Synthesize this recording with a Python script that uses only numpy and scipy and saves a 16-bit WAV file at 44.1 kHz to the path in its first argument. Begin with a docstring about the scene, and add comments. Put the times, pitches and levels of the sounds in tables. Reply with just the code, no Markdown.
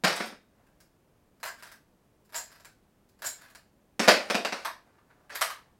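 """Loading a shotgun

In a small, bare room the action clacks open, three shells click and scrape into the magazine
against its spring, the action slams shut with a rattle, and the lock gives a few lighter clicks.
Impacts and sliding friction excite the resonant modes of the steel; the walls add reverberation."""
import sys
import numpy as np
from scipy import signal
from scipy.fft import rfft, irfft, next_fast_len
from scipy.io import wavfile
from scipy.ndimage import uniform_filter1d

SR = 44100
rng = np.random.default_rng(int(sys.argv[2]) if len(sys.argv) > 2 else 0)


def materialize(psi):
    """Save the field psi as 16-bit PCM at rate SR to the path in sys.argv[1].

    A 1-D psi becomes a single channel; in a 2-D psi each row is a channel.
    """
    bounded = np.clip(np.atleast_2d(psi).T, -1, 1)
    quanta = np.round(bounded * 32767).astype(np.int16)
    wavfile.write(sys.argv[1], SR, quanta)


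N = 255339
GRID_HZ = np.fft.rfftfreq(16384, 1 / SR)
BLOW_SAMPLES = .03 * SR  # span over which a blow's energy counts as its level


def amp(db):
    """Amplitude ratio of a level in decibels."""
    return 10 ** (np.asarray(db) / 20)


def unit(x):
    """Normalisation to an rms of 1."""
    return x / np.sqrt(np.mean(x ** 2) + 1e-20)


def along(points, hz=GRID_HZ):
    """Interpolation of (frequency_hz, value) points on a logarithmic frequency axis."""
    frequencies, values = np.transpose(points)
    return np.interp(np.log(hz + 1), np.log(frequencies + 1), values)


def add(track, start_s, sound):
    """Superposition: a sound adds linearly to the track."""
    start = max(round(start_s * SR), 0)
    track[start:start + len(sound)] += sound[:len(track) - start]


def body(spectrum, modes=()):
    """Resonance: Lorentzian peaks stand on a broad spectrum, giving a gain curve of unit rms."""
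    peaks = sum((amp(db) ** 2 - 1) / (1 + (2 * (GRID_HZ - hz) / width) ** 2) for hz, width, db in modes)
    return unit(amp(along(spectrum)) * np.sqrt(np.abs(1 + peaks)))


def touched(spectrum, modes, ringing=.95, vary_db=2.5, overtone_width_hz=70, overtone_db=6):
    """Modal excitation: each contact point weights the modes anew and wakes its own steel overtones."""
    main = [(hz, width, ringing * db + vary_db * rng.standard_normal()) for hz, width, db in modes]
    overtones = [(hz, overtone_width_hz, overtone_db) for hz in rng.uniform(1800, 14000, size=22)]
    return body(spectrum, main + overtones)


def ring(gain):
    """Causality: folding the cepstrum gives the minimum-phase impulse response of a gain curve."""
    cepstrum = irfft(np.log(np.maximum(gain, 1e-6)))
    half = len(cepstrum) // 2
    cepstrum[1:half] *= 2
    cepstrum[half + 1:] = 0
    return irfft(np.exp(rfft(cepstrum)))


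# reverberation time of the room: frequency_hz, t60_s
ROOM_DECAY = [(150, .42), (400, .3), (1000, .255), (2800, .29), (5000, .29), (8000, .25), (15000, .225)]

def room(direct_db=-7, early_db=-.45, early_s=.0105, build_s=.0052):
    """Reverberation: direct sound, early reflections, then a diffuse tail that decays exponentially."""
    t = np.arange(len(GRID_HZ) * 2 - 2) / SR
    hz, frame_s, noise = signal.stft(rng.standard_normal(len(t)), SR, nperseg=256)
    decay = amp(-60 * frame_s / along(ROOM_DECAY, hz)[:, None])
    tail = signal.istft(noise * decay, SR, nperseg=256)[1][:len(t)]
    tail *= 1 - np.exp(-t / build_s)
    path = tail / np.linalg.norm(tail)
    delay_s = .001 + early_s * rng.random(size=30)
    walls = np.bincount((SR * delay_s).astype(int), rng.standard_normal(size=30), len(t))
    path += amp(early_db) * walls / np.linalg.norm(walls)
    path[0] += amp(direct_db)
    # the walls scatter the energy in time but favour no broad band
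    band_power = uniform_filter1d(np.abs(rfft(path)) ** 2, size=90)
    return signal.fftconvolve(path, ring(np.abs(band_power) ** -.5))[:len(t)]


def strike(gain, db, bright_db, weight_db=0, chatter_db=-3, chatter_s=.0015):
    """Impact: an impulse and its chatter ring a part; brightness tilts the treble, weight the bass."""
    t = np.arange(SR // 50) / SR
    chatter = np.diff(rng.standard_normal(len(t) + 1)) * np.exp(-t / chatter_s)
    force = amp(chatter_db) * chatter / np.linalg.norm(chatter)
    force[0] += 1
    tilt = amp(along([(260, weight_db), (600, 0), (2200, 0), (7000, bright_db)]))
    vibration = np.convolve(force / np.linalg.norm(force), ring(gain * tilt))
    return amp(db) * np.sqrt(BLOW_SAMPLES) * signal.fftconvolve(vibration, room())


def slide(gain, rise_s, fall_s, catches_per_s=900, hiss=.089):
    """Stick-slip friction: tiny random catches over a hiss swell and die with the sliding speed."""
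    t = np.arange(-round(rise_s * SR), round(fall_s * SR)) / SR
    speed = np.interp(t, [-rise_s, 0, fall_s], [0, 1, 0])
    caught = rng.random(SR)[:len(t)] < catches_per_s / SR
    catches = unit(caught * rng.standard_normal(SR)[:len(t)])
    force = speed * unit(catches + hiss * rng.standard_normal(SR)[:len(t)])
    vibration = signal.fftconvolve(force, ring(gain))
    return signal.fftconvolve(vibration, room())


# spectrum of the background: frequency_hz, density_db
BACKGROUND_SPECTRUM = [(12, -32.5), (20, -4.5), (88, -4.5), (137, -4.5), (203, -4.5), (268, -6),
                       (431, -10.5), (524, -11), (843, -16), (996, -18), (1320, -21), (4020, -31),
                       (15800, -34.5)]

def background(level_db=-66):
    """Stationary noise: low room sound and microphone hiss form a steady floor."""
    gain = amp(along(BACKGROUND_SPECTRUM, np.fft.rfftfreq(N, 1 / SR)))
    return amp(level_db) * unit(irfft(rfft(rng.standard_normal(N)) * gain, N))


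# the action thrown open, then shut: start_s, level_db, ringing_ratio, thump_hz, thump_db
ACTION_SLAMS = [(.038, -23, 0.4, 182, -29.5), (4.078, -14, 0.9, 213, -27.5)]
# single knocks of lever and bolt: start_s, level_db, weight_db
ACTION_KNOCKS = [(.203, -32, 9), (.324, -48.5, 11), (3.995, -24.5, 11), (4.168, -37.5, -16),
                 (4.202, -36.5, -1), (4.3006, -26, 2.5), (4.346, -25, 9), (4.449, -27, -4.5),
                 (4.524, -30, -1.5)]

def collisions(plain_db=-26.5, bright_per_db=1.12, knock_ringing=.38):
    """Collision and rebound, as rows of start_s, level_db, weight_db, bright_db, ringing_ratio."""
    landing_gap_s, rattle_wait_s, rattle_gap_s = .0042, .034, .026
    rattle_db, rebound_loss_db = -26, 4.5
    # a harder knock is brighter
    blows = [(s, db, weight_db, bright_per_db * (db - plain_db), knock_ringing)
             for s, db, weight_db in ACTION_KNOCKS]
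    for s, db, ringing, _, _ in ACTION_SLAMS:
        for k in range(3):  # bolt, lug and lever land in turn, the middle one hardest
            blows.append((s + k * landing_gap_s, db - 2.5 * abs(k - 1), -1.5, .5, ringing))
        for k in range(3):  # loose parts rattle on
            rebound_s = s + rattle_wait_s + k * rattle_gap_s
            blows.append((rebound_s, rattle_db - k * rebound_loss_db, -5, 0, knock_ringing))
    return blows


# steel sliding on steel or shifting in the hands: peak_s, rise_s, fall_s, level_db
RAIL_STROKES = [(.17, .11, 0.15, -35.5), (4.045, .05, 0.019, -26), (4.211, 0.093, 0.42, -46.5),
                (4.57, .05, 0.18, -46), (5.33, .04, 0.04, -42.5)]
# spectrum of contacts in the action: frequency_hz, density_db
ACTION_SPECTRUM = [(60, -58.5), (140, -39), (230, -15), (430, -7.5), (700, -6.5), (1000, -7), (1500, -5),
                   (2500, -9.5), (3150, -14.5), (4700, -13), (6600, -22), (11400, -32.5), (15800, -40.5)]
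# resonances of the whole gun: pitch_hz, width_hz, peak_db
GUN_RESONANCES = [(292, 33, 7.5), (331, 60, 4.5), (496, 26, 10), (568, 58, 14), (685, 73, 9),
                  (770, 36, 4.5), (795, 20, -1), (960, 29, 3), (1502, 40, 5.5), (1900, 39, 1.5),
                  (2570, 160, 4.5), (3860, 90, 1.5), (4930, 97, 4.5), (5400, 250, 4.5)]

def action(gain_db=1):
    """Forced vibration: lever and bolt run along their rails and hit their stops, shaking the gun."""
    track = np.zeros(N)
    for s, db, weight_db, bright_db, ringing in collisions():
        gun = touched(ACTION_SPECTRUM, GUN_RESONANCES, ringing)
        add(track, s, strike(gun, db, bright_db, weight_db))
    rail_tilt = amp(along([(250, -3), (700, -1), (4000, -3), (10000, 1)]))
    for peak_s, rise_s, fall_s, db in RAIL_STROKES:
        gun = touched(ACTION_SPECTRUM, GUN_RESONANCES, ringing=.3)
        add(track, peak_s - rise_s, amp(db) * slide(rail_tilt * gun, rise_s, fall_s))
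    return amp(gain_db) * track


def stock(damping_s=.0041, knock_hz=209.2, jolt_db=-16, jolt_per_weight=.8, low_cut_hz=155):
    """Damped oscillation: a hard stop jolts the heavy stock into a few low cycles the hands absorb."""
    track, t = np.zeros(N), np.arange(SR // 10) / SR
    jolts = [(s, hz, db) for s, _, _, hz, db in ACTION_SLAMS]
    jolts += [(s, knock_hz, db + jolt_db + jolt_per_weight * weight_db)
              for s, db, weight_db in ACTION_KNOCKS]
    for s, hz, db in jolts:
        thump = t ** 2 * np.exp(-t / damping_s) * np.sin(2 * np.pi * hz * t)
        thump *= amp(db) * np.sqrt(BLOW_SAMPLES) / np.linalg.norm(thump)
        add(track, s - .003, thump)
        add(track, s + .018, amp(-10) * signal.fftconvolve(thump, room()))  # the far wall answers
    # the microphone's low cut leaves the thump without deep bass
    return signal.sosfilt(signal.butter(4, low_cut_hz, "high", fs=SR, output="sos"), track)


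def singing_spring(pitch_hz=3752, level_db=-42, t60_s=.6):
    """Free vibration: a spring rings on in one thin, decaying mode after the opening slam."""
    track, t = np.zeros(N), np.arange(SR) / SR
    envelope = amp(level_db - 60 * t / t60_s)
    add(track, ACTION_SLAMS[0][0], envelope * np.sin(2 * np.pi * pitch_hz * t))
    return track


# hammer, sear and other small parts: start_s, level_db, bright_db, pitch_hz
LOCK_CLICKS = [(.157, -45.5, 6.5, 8390), (.257, -52, 4.5, 9000), (4.6491, -30, -2.5, 1057),
               (4.98, -64.5, -11, 1191), (5.099, -62, -13, 1490), (5.296, -44.5, -6, 1743),
               (5.351, -35, 0, 12310), (5.4114, -24.5, 3, 1292), (5.434, -36.5, 0, 1270),
               (5.498, -36.5, -2.5, 1182)]
# spectrum of contacts in the lock: frequency_hz, density_db
LOCK_SPECTRUM = [(180, -52), (350, -19.5), (630, -4.5), (830, -5), (1000, -2), (1300, -2.5), (1750, 0),
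                 (2300, -3), (3000, -9), (3700, -7.5), (6450, -14), (11700, -18.5), (15800, -26.5)]
# resonances of the lock: pitch_hz, width_hz, peak_db
LOCK_RESONANCES = [(650, 90, 7.1), (944, 77, 17), (1200, 170, 11), (1270, 58, 5.2), (1600, 120, 12),
                   (1748, 73, 5.4), (3940, 88, 2.7), (11970, 500, 13.85)]

def lock(seat_s=.005, tone_q=7.9, tone_db=8.5, weight_db=-4):
    """Double impact: each light steel part trips, then seats, ringing at its own natural frequency."""
    track = np.zeros(N)
    for s, db, bright_db, hz in LOCK_CLICKS:
        own_tone = body([(20, 0)], [(hz, hz / tone_q, tone_db)])
        part = unit(touched(LOCK_SPECTRUM, LOCK_RESONANCES, ringing=.34) * own_tone)
        add(track, s, strike(part, db - 4.5, bright_db + 3.5, weight_db))  # the trip: softer, brighter
        add(track, s + seat_s, strike(part, db, bright_db, weight_db))
    return track


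# sleeves and palms moving on the stock: peak_s, rise_s, fall_s, level_db
GRIP_RUBS = [(.6, .15, 0.25, -72.5), (4.85, .1, 0.43, -67), (5.2, 0.15, 0.27, -66.5),
             (5.65, .1, 0.16, -68.5)]
# spectrum of rubbing cloth: frequency_hz, density_db
CLOTH_SPECTRUM = [(150, -41), (500, 4.5), (900, 2), (1700, -4), (3000, -17), (8000, -23.5), (15800, -31.5)]

def handling():
    """Friction of soft surfaces: a dull rustle as the grip shifts."""
    track = np.zeros(N)
    for peak_s, rise_s, fall_s, db in GRIP_RUBS:
        rustle = slide(body(CLOTH_SPECTRUM), rise_s, fall_s, catches_per_s=320, hiss=.59)
        add(track, peak_s - rise_s, amp(db) * rustle)
    return track


# light ticks as a shell is picked up: start_s, level_db, bright_db
SHELL_PICKUPS = [(.667, -68.5, 0), (.804, -63, 10.5), (2.251, -75, 10.5), (3.09, -74, 12.5)]
# shells entering the loading port: start_s, port_db, spring_db, press_db, latch_lag_s
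SHELL_ENTRIES = [(1.431, -36, -47, -47, .286), (2.324, -52, -28, -54.5, .324),
                 (3.221, -40, -28.5, -52.5, .329)]
# spectrum of a shell's contacts: frequency_hz, density_db
SHELL_SPECTRUM = [(180, -59.5), (300, -22), (643, -8), (798, -12), (958, -9), (1170, -6), (1630, -4),
                  (2120, -9), (3270, -17), (5030, -13), (6040, -21), (11500, -22.5), (15800, -24.5)]
# resonances of the magazine tube: pitch_hz, width_hz, peak_db
TUBE_RESONANCES = [(666, 95, 8), (951, 85, 10), (1575, 98, 9.2), (1686, 81, 7.4), (1966, 28, 2.6),
                   (4950, 690, 1.85), (7260, 560, 6.7), (11600, 690, 4)]
# spectrum of the magazine spring: frequency_hz, density_db
SPRING_SPECTRUM = [(1000, -23), (5500, -12.5), (6400, -13.5), (7000, -0.5), (7600, -0.5), (8600, -15.5),
                   (12000, -14), (15800, -16.5)]

def loading(push_rise_s=.041, push_fall_s=.023, push_db=-36.5, press_lag_s=.194):
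    """Impact and friction: each shell taps and scrapes the resonant tube and sets its spring zinging."""
    track = np.zeros(N)
    taps = list(SHELL_PICKUPS)
    thumb_bright_db, tick_bright_db = 2, 4
    zing_s = push_rise_s / 2  # the spring is reached halfway through the push's rise
    for s, port_db, spring_db, press_db, latch_lag_s in SHELL_ENTRIES:
        press_s, latch_s = s + press_lag_s, s + latch_lag_s
        taps += [(s - .03, -64, tick_bright_db),  # the shell brushes the port
                 (s, port_db, thumb_bright_db),  # it enters
                 (s + .021, -37, 0),  # its rim knocks the mouth of the tube
                 (press_s, press_db, thumb_bright_db),  # the thumb presses it home
                 (latch_s - .049, -60, tick_bright_db),  # the shell stop lifts
                 (latch_s, -51, tick_bright_db)]  # and snaps behind the rim
        tube = touched(SHELL_SPECTRUM, TUBE_RESONANCES)
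        shove = slide(tube, push_rise_s, push_fall_s, catches_per_s=500)
        add(track, s, amp(push_db) * shove)
        zing = slide(touched(SPRING_SPECTRUM, []), zing_s, push_fall_s, catches_per_s=1300)
        add(track, s + zing_s, amp(spring_db) * zing)
        damped_tube = touched(SHELL_SPECTRUM, TUBE_RESONANCES, ringing=.33)
        thumb_scrape = slide(damped_tube, rise_s=.09, fall_s=.11, catches_per_s=260)
        add(track, press_s - .075, amp(press_db - 3.5) * thumb_scrape)
    for s, db, bright_db in taps:
        add(track, s, strike(touched(SHELL_SPECTRUM, TUBE_RESONANCES, ringing=.7), db, bright_db))
    return track


def scene():
    """Superposition: the gun's sounds and the quiet room sum on one channel."""
    return (action() + singing_spring() + stock() + loading() + lock() + handling() + background())[None]


def record(dry, ceiling=.68, top_hz=15950):
    """Saturation and band limiting: the microphone rounds hard peaks and cuts the highest treble."""
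    rounded = dry / (1 + np.abs(dry / ceiling) ** 6) ** (1 / 6)
    size = next_fast_len(N + SR)
    passband = np.fft.rfftfreq(size, 1 / SR) < top_hz
    return irfft(rfft(rounded, size) * passband, size)[:, :N]


dry = scene()
out = record(dry)
materialize(out)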